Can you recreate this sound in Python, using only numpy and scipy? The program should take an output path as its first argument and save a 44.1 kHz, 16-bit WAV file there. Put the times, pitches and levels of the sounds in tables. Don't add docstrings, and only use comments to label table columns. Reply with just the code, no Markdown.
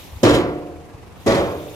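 import sys
import numpy as np
from scipy import signal
from scipy.fft import rfft, irfft
from scipy.io import wavfile
from scipy.ndimage import uniform_filter1d

SR = 44100
rng = np.random.default_rng(int(sys.argv[2]) if len(sys.argv) > 2 else 0)


def wav_record(signal):
    frames = np.transpose(np.atleast_2d(signal))
    bounded = np.clip(frames, -1, 1)
    quanta = np.round(bounded * 32767).astype(np.int16)
    wavfile.write(sys.argv[1], SR, quanta)


N = 77175

# (frequency [Hz], left-right likeness [0..1])
STEEL_LIKENESS = [(60, 0.72), (500, 0.95), (1200, 0.74), (2500, 0.24), (4500, 0.75), (8000, 0.32),
                  (12000, 0.13)]
# (frequency [Hz], left-right likeness [0..1])
BACKGROUND_LIKENESS = [(40, 0.28), (300, 0.59), (1000, 0.46), (4000, 0.1), (12000, 0.067)]


def amp(db):
    return 10 ** (np.asarray(db) / 20)


def unit_rms(x):
    return x / np.sqrt(np.mean(x ** 2) + 1e-20)


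def curve_at(points, hz):
    f, value = np.transpose(points)
    return np.interp(np.log(hz + 1), np.log(f + 1), value)


def noise(colour, likeness, patchy_db, size=1024):
    hop = size // 4
    frames, hz = N // hop + 5, np.fft.rfftfreq(size, 1 / SR)
    a, b, c, d, patches = rng.standard_normal((frames, len(hz), 5)).T
    patches = unit_rms(uniform_filter1d(uniform_filter1d(patches, size=9, axis=0), size=9, axis=1))
    like = np.clip(curve_at(likeness, hz), -1, 1)[:, None]
    left = a + 1j * b
    right = like * left + np.sqrt(1 - like ** 2) * (c + 1j * d)
    spectra = np.array([left, right]) * amp(curve_at(colour, hz)[:, None] + patchy_db * patches)
    return unit_rms(signal.istft(spectra, nperseg=size, noverlap=size - hop)[1][:, :N])


def engine():
    # (frequency [Hz], relative density [dB])
    colour = [(18, -27), (30, -2), (75, 4), (364, -8), (1010, -10), (1460, -18.5), (2610, -20),
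              (3060, -24.5), (13000, -36), (14800, -67), (16000, -65)]
    firing_hz, level_db, throb_db = 22.28, -42, 1.5
    t = np.arange(N) / SR
    speed_drift = 0.0084 * unit_rms(uniform_filter1d(rng.standard_normal(N), size=3000))
    throb = np.cos(2 * np.pi * firing_hz * (t + np.cumsum(speed_drift) / SR))
    return amp(level_db + throb_db * throb) * noise(colour, BACKGROUND_LIKENESS, patchy_db=1)


def soil():
    # (frequency [Hz], relative density [dB])
    colour = [(1470, -12), (2500, -3.5), (3630, -3), (4550, -10), (6550, -9), (9010, -14.5), (13700, -8),
              (16000, -24)]
    # (time [s], relative level [dB])
    flow = [(0, -48), (.03, -48), (.11, -53.5), (.21, -53), (.5, -62), (.9, -73), (1.16, -65), (1.205, -57),
            (1.25, -55.5), (1.45, -50.5), (1.6, -51), (1.75, -51)]
    flow_db = np.interp(np.arange(N) / SR, *np.transpose(flow))
    return amp(4.5 + flow_db) * noise(colour, BACKGROUND_LIKENESS, patchy_db=2, size=256)


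def blip(peak_s, db, width_s, hz):
    t = np.arange(N) / SR - peak_s
    return amp(db) * np.exp(-.5 * (t / width_s) ** 2) * np.sin(2 * np.pi * hz * t + 1.95)


def wind():
    # (time [s], level [dB], width [s], frequency [Hz])
    bumps = [(0.138, -32.5, 0.016, 74), (.168, -27, 0.008, 81.6), (0.782, -41.5, 0.059, 80),
             (0.949, -28.5, 0.0036, 97), (1.197, -40, 0.0044, 90)]
    return sum(blip(*row) for row in bumps) * amp([[1.5], [-1.5]])


def whistle():
    centre_hz, half_width_hz, level_db, start_s = 3600, 125, -59, 1.48
    band = signal.butter(2, [centre_hz - half_width_hz, centre_hz + half_width_hz], "band", fs=SR)
    fade = np.clip((np.arange(N) / SR - start_s) / .05, 0, 1)
    return amp(level_db) * fade * unit_rms(signal.lfilter(*band, rng.standard_normal((2, N))))


def rebounds():
    # (time [s], level [dB])
    knocks = [(.376, -10), (.759, -36), (1.432, -33), (1.5533, -16.5)]
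    low_hz, high_hz, rise_s, t60 = 338, 538, 0.0012, 0.039
    t, drive = np.arange(2000) / SR, np.zeros(N)
    for start, db in knocks:
        drive[round(start * SR)] = amp(db)
    envelope = (1 - np.exp(-t / rise_s)) * amp(-60 * t / t60)
    modes = np.sin(2 * np.pi * low_hz * t) + .6 * np.sin(2 * np.pi * high_hz * t)
    return signal.fftconvolve(drive, envelope * modes)[:N]


def clanks():
    # (time [s], level [dB], cluster centre [Hz])
    hits = [(.2325, -19, 5820), (.251, -20, 5240), (.262, -18.5, 4130), (.308, -25, 5200),
            (1.278, -21, 5070), (1.322, -22, 4350), (1.352, -23, 4670)]
    modes, t60, samples = 9, 0.043, 3000
    t, out = np.arange(samples) / SR, np.zeros((2, N + samples))
    for start, db, centre in hits:
        hz = centre * (1 + .13 * rng.standard_normal((modes, 1)))
        ring = np.sin(2 * np.pi * (hz * t + rng.random((2, modes, 1)))).sum(1) / np.sqrt(modes)
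        at = round(start * SR)
        out[:, at:at + samples] += ring * amp(db - 60 * t / t60)
    return out[:, :N]


def bed_ring():
    # (frequency [Hz], relative level [dB], t60 [s])
    body_modes = [(80, -19, 0.96), (109.14, -2, 0.52), (153.6, -16.5, 1.2), (228, 0.5, 0.18),
                  (254.8, -5, 0.575), (298.1, -7, 1.09), (336.2, -16, 1.56), (363, -0.5, 0.33),
                  (378, -6.5, 0.98), (426.4, -11.5, 1.28), (447.4, -15.5, 1.5), (463, -11.5, 1.41),
                  (496, -9, 0.46), (546.7, -6.5, 0.62), (585, -1.5, 0.32), (599, -10.5, 0.69),
                  (675.5, -10.5, 0.66), (716, -15, 1.51), (810, -30, 1.88), (908, -34, 0.46),
                  (1011, -25, 0.27), (1010, -9.5, 0.4), (1132, -7.5, 0.49), (1170, -25, 0.17),
                  (1388, -15, 0.72)]
    # (frequency [Hz], relative density [dB])
    panel_colour = [(24, -52), (40, -15.5), (96, -3.5), (262, -11.5), (305, -3), (433, -7.5), (556, -3),
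                    (770, -13), (1020, -10.5), (11000, -39), (14800, -53), (16000, -92)]
    # (frequency [Hz], t60 [s])
    panel_t60 = [(60, 0.76), (150, 0.68), (330, 1.06), (700, 0.85), (1400, 0.62), (3000, 0.58),
                 (6000, 0.43), (12000, .12)]
    # (frequency [Hz], time constant [s])
    rise = [(60, 0.02), (120, 0.018), (250, 0.001), (700, 0.006), (1500, 0.021), (3500, 0.023),
            (6000, 0.0018)]
    t, hz = np.arange(N) / SR, np.fft.rfftfreq(N, 1 / SR)
    spectrum = rfft(noise(panel_colour, STEEL_LIKENESS, patchy_db=1.5, size=2048))
    centres = np.geomspace(45, 16000, 18)
    dense = np.zeros((2, N))
    for k, centre in enumerate(centres):
        band = np.interp(np.log(hz + 1), np.log(centres), np.arange(len(centres)) == k)
        build_up = 1 - np.exp(-t / curve_at(rise, centre))
        dense += irfft(spectrum * band, N) * build_up * amp(-60 * t / curve_at(panel_t60, centre))
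    phase = 2 * np.pi * rng.random((len(body_modes), 1))
    mode_hz, db, t60 = np.transpose(body_modes)[:, :, None]
    build_up = 1 - np.exp(-t / curve_at(rise, mode_hz))
    clear = amp(db - 60 * t / t60) * build_up * np.sin(2 * np.pi * mode_hz * t + phase)
    return dense + amp(-4) * clear.sum(0)


def slam(start, blow_db, low_db, bright_db, plateau_s, tilt_db):
    # (frequency [Hz], relative density [dB])
    tick_colour = [(700, -11), (1500, -2), (2500, 3.5), (4000, -0.5), (5800, -5), (8000, -12),
                   (12000, -15.5), (15000, -25)]
    taps_per_s, spread_db, crash_t60, tick_t60 = 1200, 5.5, 0.18, 0.12
    t = np.arange(N) / SR - start
    taps = (rng.random(N) < taps_per_s / SR) * rng.choice([-1., 1.], N)
    taps = unit_rms(taps * amp(spread_db * np.minimum(rng.exponential(1, N), 4)))
    envelope_db = tilt_db * np.clip(t / plateau_s, 0, 1) - 60 * np.maximum(t - plateau_s, 0) / crash_t60
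    taps *= (t > 0) * amp(envelope_db)
    drive = taps * amp(low_db) / np.sqrt(SR * plateau_s)
    drive[round(start * SR)] += amp(blow_db)
    tick = noise(tick_colour, STEEL_LIKENESS, patchy_db=3)[:, 2000:6000]
    tick *= amp(-60 * np.arange(4000) / SR / tick_t60)
    tick *= amp(bright_db) / np.linalg.norm(tick[0])
    crash = signal.fftconvolve(taps[None], tick, axes=1)[:, :N]
    boom = signal.fftconvolve(drive[None], bed_ring(), axes=1)[:, :N]
    return crash + boom


def tailgate():
    # (time [s], blow [dB], low crash [dB], bright crash [dB], level plateau [s], its tilt [dB])
    slams = [(0.2302, -7.5, -14, -22.5, 0.13, -4), (1.261, -12, -13.5, -28, 0.096, 2)]
    right_lag_s, left_db = 0.00017, -1
    gate = sum(slam(*row) for row in slams) + rebounds() + clanks()
    hz = np.fft.rfftfreq(N, 1 / SR)
    gate[1] = irfft(rfft(gate[1]) * np.exp(-2j * np.pi * hz * right_lag_s), N)
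    return gate * amp([[left_db], [0]])


def scene():
    squeak = blip(peak_s=.9, db=-57, width_s=.025, hz=1655)
    return tailgate() + engine() + soil() + wind() + squeak + whistle()


def record(dry):
    low_cut_hz, edge_hz = 20.7, 16400
    low_cut = signal.butter(2, low_cut_hz, "high", fs=SR)
    overloaded = np.tanh(signal.lfilter(*low_cut, dry))
    band_limit = signal.firwin(511, edge_hz, window=("kaiser", 9), fs=SR)
    return signal.oaconvolve(overloaded, band_limit[None], "same")


dry = scene()
out = record(dry)
wav_record(out)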